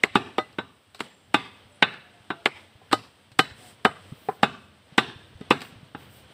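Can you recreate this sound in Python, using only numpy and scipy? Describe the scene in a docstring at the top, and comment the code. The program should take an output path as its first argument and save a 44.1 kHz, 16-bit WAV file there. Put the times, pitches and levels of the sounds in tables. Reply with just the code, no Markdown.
"""Three butchers chop meat with heavy steel cleavers on log blocks in an open yard, in overlapping rhythms.
Each blow is a crack of splitting wood (banded noise), a thump of the log and a short ring of the blade
(decaying modes); noise tails give the yard's reflections and the answers of two walls.
Softer touches, scraps of meat, hollow raps, faint squeaks (gliding sines), wind on the microphone
(lumpy noise and low pressure swings), a hum, a rustle and a sizzle (coloured noise) fill the gaps."""
import sys
import numpy as np
from scipy import signal
from scipy.fft import rfft, irfft
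from scipy.io import wavfile
from scipy.ndimage import uniform_filter1d

SR = 44100
rng = np.random.default_rng(int(sys.argv[2]) if len(sys.argv) > 2 else 0)


def makeup_ratio(level_db):
    """Linear amplitude ratio for a level in decibels (20 dB per factor of ten)."""
    decades = np.asarray(level_db, float) / 20
    return 10 ** decades


def unload_audio(sound):
    """Save the sound as a 16-bit wav file, at the path given as the first command line argument."""
    columns = np.transpose(np.atleast_2d(sound))
    # keep every value between -1 and 1, then stretch to whole-number steps
    steps = np.round(np.clip(columns, -1, 1) * 32767)
    wavfile.write(sys.argv[1], SR, steps.astype(np.int16))


N = 279153

# Blows of the cleavers. Each row: time in seconds, which cleaver, peak of the knock (0.5-1.5 kHz) in dB,
# then in dB re knock the thump below, the crack (1.5-4.5 kHz) and the spit above,
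# and the glance from 0, edge buried in the wood, to 1, springing off it.
BLOWS = [(.037, "third", -13.5, -8.5, 4, -12, 0.046), (.156, "first", -7, -2, -7, -22, 0.066),
         (.383, "second", -15, -6.5, -6, -21.5, 0.98), (.586, "first", -19.5, -2.1, -6.5, -27, 1),
         (1.006, "third", -19, -6.5, 0, -12, 0.48), (1.344, "first", -8, -5, -0.8, -16.5, 0.04),
         (1.825, "first", -8, -7, 3, -24, 0.054), (2.304, "first", -19.5, -4, -6.5, -27, 0.85),
         (2.459, "third", -11.5, -9.5, 3.5, -14.5, 0.54), (2.93, "second", -9, -4, -4.5, -8, 0.31),
         (3.392, "second", -8, -5.5, 1.5, -9, 0.043), (3.851, "second", -4, -9.5, -6, -21, 0.085),
         (4.432, "first", -5.5, -6, -6.5, -21, 0.13), (4.981, "first", -7.5, -3.5, -0.9, -16, .04),
         (5.411, "second", -44.5, 17, -1, -9, 0.85), (5.508, "first", -8, -1.5, -2.5, -18, .03),
         (5.949, "first", -28.5, -0.5, -11.5, -30, 0.4)]
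# Bending modes of the three blades. Each row: frequency in Hz, relative level in dB when buried,
# the same when glancing, decay time T60 in seconds when buried.
FIRST_BLADE_MODES = [(830, -2, -12, .055), (1179, -5, -14, .07), (1530, -10, 1, .095),
                     (1780, -20, -12, .11), (2130, -13, -8, .06), (2575, -6, -9, .075),
                     (2795, -9, -10, .08), (3530, -10, -8, .09), (3680, -16, -18, .08),
                     (3855, -15, -5, .09), (5280, -12, -4, .08), (7340, -9, -6, .055),
                     (10150, -26, -24, .1)]
SECOND_BLADE_MODES = [(610, -14, -2, .07), (760, -1, 2, .045), (1250, 0, 0, .075), (1556, -9, -18, .1),
                      (1997, -26, -6, .14), (3007, -7, -25, .1), (3635, -12, -3, .07),
                      (4075, -10, -25, .05), (4130, -36, -16, .12), (5604, -30, -8, .08),
                      (7370, -28, -15, .07), (7650, -16, -20, .07)]
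THIRD_BLADE_MODES = [(1084, 3.5, -13, 0.023), (1260, -5, -1.5, 0.025), (1530, -23, -29, 0.072),
                     (2082, 23, 10, 0.011), (3140, -8, -11.5, 0.024), (3630, -22.5, -11.5, 0.017),
                     (7340, 0, -10.5, 0.041), (10100, -5.5, -6, 0.029)]
# How sharply each cleaver's edge meets the wood. Each entry: snap before band shaping in dB.
EDGE_SNAP_DB = [18.5, 12, 24]
# How long each cleaver's contact lasts. Each entry: factor on the decay times.
CONTACT_STRETCH = [1.08, 0.84, 0.85]
# Ring of each blade. Each row: level in dB re blow when buried, the same when glancing.
RING_RE_BLOW_DB = [(-1.2, -4), (-3.5, -1.5), (-6, -9)]
# Borders of the knock, crack and spit bands. Each entry: frequency in Hz.
BAND_EDGES_HZ = [500, 1500, 4500, 17000]


def cleaver(name, modes, snap_db, stretch, ring_re_db):
    """Impact excitation of a plate: the edge slips through the meat, cracks on the log and sets the blade's
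    modes ringing; returns (direct sound, what the surroundings scatter)."""
    near, far = np.zeros(N), np.zeros(N)
    hz, buried_db, glancing_db, t60 = np.transpose(modes)[:, :, None]
    band = np.searchsorted(BAND_EDGES_HZ, hz) - 1
    for s, who, knock_db, thump_db, crack_db, spit_db, glance in BLOWS:
        if who != name:
            continue
        glance = np.clip(glance, 0, 1)
        slip = contact(knock_db - 23, -21, crack_db, spit_db + 16.5, snap_db=-4, rise_s=0.0013, stretch=1)
        add(near, slip, s - .004)
        levels_db = (knock_db, thump_db, crack_db, spit_db)
        add(near, contact(*levels_db, snap_db=snap_db, rise_s=0.00017, stretch=stretch), s - .001)
        add(far, contact(*levels_db, snap_db=19.5, rise_s=0.0002, stretch=0.61), s)

        # bright blows stir the high modes
        ring_db = np.interp(glance, [0, 1], ring_re_db)
        scatter_db = rng.normal(0, 1.5, hz.shape)
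        struck_db = knock_db + ring_db + np.array([0, crack_db, spit_db])[band] + scatter_db
        mode_db = buried_db + glance * (glancing_db - buried_db)
        longer = 1 + .3 * glance  # a blade that springs free rings longer
        blade = ring(hz, struck_db + mode_db, t60 * longer)
        add(near, blade, s - .0005)
        add(far, makeup_ratio(-7.5) * blade, s)
    return near, far


# Modes of the log block. Each row: mean frequency in Hz, relative level in dB, decay time T60 in seconds.
LOG_MODES = [(135, -23.5, 0.2), (213.2, -6, 0.057), (273.3, 6.5, 0.024), (401, -4, 0.046)]
# Spectrum of the splitting wood in knock and crack. Each row: frequency in Hz, relative level in dB per Hz.
WOOD_SPECTRUM = [(180, -39), (300, 9.5), (407, 7.5), (551, -8.5), (804, -1.5), (897, -4.5), (1570, -2.5),
                 (1860, -2.5), (2820, -1.5), (5500, -24.5), (7150, -50.5), (12100, -120)]
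# Spectrum of the spit. Each row: frequency in Hz, relative level in dB per Hz.
SPIT_SPECTRUM = [(2350, -42), (4000, 1.5), (4640, -6), (5470, -15.5), (5870, -19.5), (6970, -26.5),
                 (7890, -12.5), (10800, -30.5), (15200, -29.5), (16000, -36), (16400, -48)]
# Decay of the first bite, knock to spit. Each entry: T60 in seconds at stretch 1.
BITE_T60_S = [0.02, 0.034, 0.0067]
# Decay of the splintering after it, knock to spit. Each entry: T60 in seconds at stretch 1.
SPLINTER_T60_S = [0.11, 0.062, 0.088]
# The snap is nearly even across the bands, slightly weaker in the top one. Each entry: gain in dB, knock to spit.
SNAP_SHARE_DB = [0, 0, -0.5]


def contact(knock_db, thump_db, crack_db, spit_db, snap_db, rise_s, stretch):
    """Fracture noise: a snap, then splitting fibres dying in each band at their own pace; the log answers
    with a modal thump."""
    splinter_db = -9.5  # re first bite
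    t = np.arange(SR // 5) / SR
    bursts = makeup_ratio(4.9 * rng.standard_normal(len(t)))
    grit = rng.standard_normal(len(t)) * bursts * (1 - np.exp(-t / rise_s))
    snap = np.arange(len(t)) == 30  # one-sample impulse

    hz, mode_db, t60 = np.transpose(LOG_MODES)[:, :, None]
    pitch = rng.normal(1, 0.13, hz.shape)  # each spot of the block sounds a little different
    log_modes = makeup_ratio(mode_db - 60 * t / t60) * np.sin(2 * np.pi * hz * pitch * t)
    thump = log_modes.sum(axis=0) * (1 - np.exp(-t / 0.0032))

    parts = [thump]
    for band, spectrum in enumerate((WOOD_SPECTRUM, WOOD_SPECTRUM, SPIT_SPECTRUM)):
        bite = makeup_ratio(-60 * t / (stretch * BITE_T60_S[band]))
        splintering = makeup_ratio(splinter_db - 60 * t / (stretch * SPLINTER_T60_S[band]))
        force = makeup_ratio(snap_db + SNAP_SHARE_DB[band]) * snap + grit * (bite + splintering)
        sos = signal.butter(3, BAND_EDGES_HZ[band:band + 2], "band", fs=SR, output="sos")
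        parts.append(signal.sosfilt(sos, colour(force, spectrum)))

    levels_db = knock_db + np.array([thump_db, 0, crack_db, spit_db])
    out = np.zeros(len(t))
    for part, level_db in zip(parts, levels_db):
        peak = np.sqrt(2 * uniform_filter1d(part ** 2, size=160).max())  # from the loudest 160 samples
        out += part * makeup_ratio(level_db) / peak
    return out


def ring(hz, level_db, t60):
    """Modal decay: damped sines of chance phase; the body takes a moment to bend."""
    t = np.arange(SR // 3) / SR
    phase = rng.uniform(0, 2 * np.pi, hz.shape)
    modes = makeup_ratio(level_db - 60 * t / t60) * np.sin(2 * np.pi * hz * t + phase)
    return modes.sum(axis=0) * (1 - np.exp(-t / 0.0012))


# The two walls. Each row: delay in seconds, nominal level in dB, spread in seconds.
WALL_ECHOES = [(0.052, -27, 0.018), (0.108, -30, 0.022)]
# Colour of all reflections. Each row: frequency in Hz, gain in dB.
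REFLECTION_COLOUR = [(100, 5), (300, -2.5), (1000, -3.5), (3000, 2), (6000, 7.5), (12000, 4)]
# How much each source stirs the yard. Each entry: gain in dB for the three cleavers, then the touches.
YARD_SHARE_DB = [2, -5.5, -9, -7]
# What the near wall, then the far wall, return. Each row: gain in dB for the three cleavers, then the touches.
WALL_SHARE_DB = [
    [1.5, -1, -4.5, -6],
    [1.5, -3.5, 0.5, -6.5],
]


def yard(sources):
    """Diffuse reflection: convolution with scattered, dying noise and with the blurred answers of two walls."""
    level_db, t60_s, start_s = -18, 0.69, 0.0051
    t = np.arange(SR) / SR
    build_up = 1 - np.exp(-(t / start_s) ** 2)
    powers = [makeup_ratio(2 * level_db - 120 * t / t60_s) * build_up * 14 / t60_s]
    for delay, echo_db, spread in WALL_ECHOES:
        powers.append(makeup_ratio(2 * echo_db) * np.exp(-((t - delay) / spread) ** 2) / spread)
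    out = np.zeros(N)
    for share_db, power in zip([YARD_SHARE_DB, *WALL_SHARE_DB], powers):
        response = colour(rng.standard_normal(SR) * np.sqrt(power / SR), REFLECTION_COLOUR)
        stirred = makeup_ratio(np.array(share_db)) @ sources
        out += signal.fftconvolve(stirred, response)[:N]
    return out


# Edge entering meat, scraps landing, bumps. Each row: time in seconds, knock peak in dB,
# then thump, crack and spit in dB re knock.
TOUCHES = [(0.139, -56, 7, -1, -25), (.152, -47, -20, -11, -1.5), (.410, -54, -8, 5, 7),
           (0.529, -62.5, 0, -3, 10), (0.947, -41.5, -18.5, -2, 1), (.993, -44, -14, 2, -3),
           (1.940, -41.5, -15.5, -8, -5.5), (2.914, -29.5, -9, -2, -13), (2.922, -23, -12, -5, -11),
           (3.318, -54.5, -7, 5.5, 2), (4.124, -50.5, 13.5, -16.5, -21), (4.287, -21, -2.5, -16.5, -29.5),
           (5.607, -47, -12, 11, 7), (5.618, -34.5, -8, 2, 0), (5.65, -49.5, -6, 8, -2)]
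# Raps on something hollow. Each row: time in seconds, level in dB.
HOLLOW_RAPS = [(2.817, -44.5), (4.288, -11)]
# Modes of the hollow body. Each row: frequency in Hz, level in dB re rap, decay time T60 in seconds.
HOLLOW_MODES = [(422, -5, 0.057), (767, 6, 0.027), (848, -8, 0.027), (1020, -10, 0.084),
                (2020, -20.5, 0.026), (3100, -32, 0.012)]


def touches():
    """Soft impact: the same crack and thump with a weak snap and no steel; the hollow raps are modal decays."""
    out = np.zeros(N)
    for s, *levels_db in TOUCHES:
        add(out, contact(*levels_db, snap_db=1, rise_s=0.00013, stretch=1.3), s - .001)
    hz, mode_db, t60 = np.transpose(HOLLOW_MODES)[:, :, None]
    for s, rap_db in HOLLOW_RAPS:
        add(out, ring(hz, rap_db + mode_db, t60), s - .001)
    return out


# Faint squeaks. Each row: start in seconds, end in seconds, first frequency in Hz, last in Hz, nominal level in dB.
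SQUEAKS = [(.96, 1.31, 7620, 7420, -68), (1.675, 1.81, 605, 570, -59), (1.68, 1.81, 7900, 7650, -70),
           (1.69, 1.82, 8850, 8800, -69), (1.69, 1.81, 10020, 9980, -73), (2.0, 2.28, 730, 690, -64),
           (2.3, 2.445, 660, 690, -57), (3.577, 3.726, 764, 700, -56), (6.2, 6.34, 1560, 1524, -66),
           (6.27, 6.331, 480, 520, -57)]


def squeaks():
    """Narrow-band modulation: a gliding sine under a random waver as fast as the tone is broad."""
    width = .015  # breadth as a share of the pitch
    out = np.zeros(N)
    for start, end, first_hz, last_hz, level_db in SQUEAKS:
        count = max(round((end - start) * SR), 2)
        r = np.exp(-2 * np.pi * width * first_hz / SR)
        waver = signal.lfilter([np.sqrt(1 - r * r)], [1, -r], rng.standard_normal(SR))[SR // 2:]  # run in
        waver = signal.lfilter([1 - r], [1, -r], waver)[-count:]
        phase = 2 * np.pi * np.cumsum(np.linspace(first_hz, last_hz, count)) / SR
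        tone = np.sin(phase) * np.sqrt(np.hanning(count) * 2)
        add(out, tone * (.5 + waver) * makeup_ratio(level_db), start)
    return out


# Wind and hum over time. Each row: time in seconds, wind rumble in dB, yard hum in dB.
AIR = [(0.0, -68, -54), (0.26, -58, -53.5), (0.81, -65.5, -61.5), (1.9, -60.5, -56.5), (2.33, -65, -57.5),
       (2.47, -69, -56.5), (2.64, -62.5, -57), (3.31, -63, -59.5), (3.47, -57, -58.5), (4.51, -62, -54.5),
       (4.69, -60, -60.5), (4.93, -64.5, -56), (5.08, -55.5, -59.5), (5.52, -54.5, -53), (5.9, -56, -57),
       (6.33, -54.5, -54.5)]
# Strong gust buffets on the microphone port. Each row: time in seconds, nominal level in dB, frequency in Hz.
BUFFETS = [(2.749, -47, 104), (3.508, -42.5, 91), (4.116, -31.5, 135), (4.919, -43.5, 151),
           (5.08, -42, 161), (5.154, -41, 125), (5.349, -38.5, 94), (5.401, -43, 270), (5.72, -42, 166),
           (5.825, -40, 144)]


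def buffets():
    """Turbulent pressure pulses: each is a few cycles of low swing; the lesser, random ones grow with the wind."""
    over_wind_db, middle_hz = 8.5, 119  # least lesser buffet; pitches lie half an octave either side
    out = np.zeros(N)
    when, size, pitch = rng.random((14, 3)).T
    when = when * N / SR
    wind_db = np.interp(when, *np.transpose(AIR)[:2])
    lesser = zip(when, wind_db + over_wind_db + 5 * size, middle_hz * 2 ** (pitch - .5))
    for s, level_db, hz in [*BUFFETS, *lesser]:
        turns = np.arange(SR // 10) / SR * hz
        swell = turns / 0.45 * np.exp(1 - turns / 0.57)
        add(out, makeup_ratio(level_db) * swell * np.sin(2 * np.pi * turns), s + 0.0038)
    return out


# Spectra of wind, hum, rustle and sizzle. Each row: frequency in Hz, relative level in dB per Hz.
RUMBLE_SPECTRUM = [(15, -50), (25, -5), (32, -39.5), (67, -1), (92, 9.5), (400, -18.5), (520, -28),
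                   (880, -120)]
HUM_SPECTRUM = [(120, -35), (200, -1.5), (363, -7.5), (515, -5.5), (1070, -11), (1470, -11), (2490, -13),
                (3140, -9), (6500, -31), (8450, -55.5), (14300, -120)]
RUSTLE_SPECTRUM = [(2940, -16), (5000, -8.5), (6680, -19), (8080, -5), (8470, -2.5), (9420, -11.5),
                   (12000, -21), (15600, -57), (22000, -120)]
SIZZLE_SPECTRUM = [(6470, -26), (11000, -6.5), (13000, -5), (15100, 9), (15700, 2.5), (16100, -12.5),
                   (16300, -15.5)]
# Swishes of cloth and scraping. Each row: start in seconds, length in seconds, nominal rustle level in dB,
# then hum and sizzle in dB re rustle.
SWISHES = [(.42, 0.084, -80, 3, 2.5), (1.001, 0.08, -59, 11.5, -8), (2.54, 0.11, -66, 13.5, -9),
           (3.578, 0.15, -54.5, 1.5, -10), (3.987, 0.21, -65.5, 8, -7), (4.17, 0.21, -67, 6, 5),
           (5.604, 0.097, -59.5, 6, -2), (5.98, 0.078, -65, 13.5, 3), (6.097, 0.13, -62.5, 0, 3.5),
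           (6.293, 0.055, -63.5, 13, -7)]


def background():
    """Filtered noise: lumpy wind on the microphone, a broad hum of the yard, a rustle and its sizzle;
    swishes raise the last three."""
    rustle_mean_db, sizzle_mean_db, hum_mean_db = -70.5, -79, -58
    rustle_follows = 0.44  # share of the hum's swing in the rustle
    edge_s = 0.033  # softness of a swish's start and end
    t = np.arange(N) / SR
    s, wind_db, hum_db = np.transpose(AIR)
    wind_db, hum_db = np.interp(t, s, wind_db), np.interp(t, s, hum_db)
    steady_rustle_db = rustle_mean_db + rustle_follows * (hum_db - hum_mean_db)
    gains = [makeup_ratio(wind_db), makeup_ratio(hum_db), makeup_ratio(steady_rustle_db), makeup_ratio(sizzle_mean_db)]
    for start, length, rustle_db, low_db, top_db in SWISHES:
        shape = (np.tanh((t - start) / edge_s) - np.tanh((t - start - length) / edge_s)) / 2
        for layer, level_db in enumerate((rustle_db + low_db, rustle_db, rustle_db + top_db), start=1):
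            gains[layer] = np.hypot(gains[layer], makeup_ratio(level_db) * shape)

    spectra = (RUMBLE_SPECTRUM, HUM_SPECTRUM, RUSTLE_SPECTRUM, SIZZLE_SPECTRUM)
    flickers = [(3.0, 25), (1.2, 15), (1.2, 21), (1.5, 18)]  # (depth in dB, turns per second)
    out = np.zeros(N)
    for gain, spectrum, (depth_db, rate) in zip(gains, spectra, flickers):
        noise = colour(rng.standard_normal(N), spectrum)
        out += gain * rms_one(noise * makeup_ratio(depth_db * drift(rate)))
    return out


def rms_one(x):
    """Power normalisation: scale to unit rms."""
    return x / np.sqrt(np.mean(x ** 2) + 1e-20)


def colour(x, points):
    """Minimum-phase filtering: a causal response through (Hz, dB) points, by folding the cepstrum."""
    hz, level_db = np.transpose(points)
    grid = np.maximum(np.arange(2049) * SR / 4096, 1)
    cepstrum = irfft(np.interp(np.log(grid), np.log(hz), level_db) * np.log(10) / 20)
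    cepstrum[1:2048] *= 2
    cepstrum[2049:] = 0
    return signal.fftconvolve(x, irfft(np.exp(rfft(cepstrum))))[:len(x)]


def drift(rate):
    """Random modulation: a wander through knots of spread 1, about rate turns a second."""
    knots = rng.standard_normal(int(N / SR * 40) + 50)
    return np.interp(np.arange(N) / SR * np.clip(rate, .1, 39), np.arange(len(knots)), knots)


def add(out, sound, s):
    """Superposition: mix a sound in at s seconds."""
    at = max(round(s * SR), 0)
    out[at:at + len(sound)] += sound[:N - at]


def scene():
    """Superposition of the blows, their reflections and the quiet of the yard."""
    names = ("first", "second", "third")
    blades = (FIRST_BLADE_MODES, SECOND_BLADE_MODES, THIRD_BLADE_MODES)
    cleavers = zip(names, blades, EDGE_SNAP_DB, CONTACT_STRETCH, RING_RE_BLOW_DB)
    soft = touches()
    sources = [cleaver(*each) for each in cleavers] + [(soft, soft)]
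    near, far = np.transpose(sources, (1, 0, 2))
    blows = near.sum(axis=0) + yard(far)
    # the microphone passes little deep bass from the blows
    blows = signal.sosfilt(signal.butter(3, 83, "high", fs=SR, output="sos"), blows)
    return (blows + background() + buffets() + squeaks())[None]


def roll_off(x):
    """The treble ends steeply here."""
    return signal.sosfilt(signal.butter(12, 16800, fs=SR, output="sos"), x)


def record(dry):
    """Band limiting and soft saturation: the top is cut, then the loudest peaks are rounded off."""
    cut = signal.sosfilt(signal.cheby2(10, 60, 16500, fs=SR, output="sos"), dry)
    mix = 1.181 * np.tanh(cut / 1.304)
    return roll_off(mix)


dry = scene()
out = record(dry)
unload_audio(out)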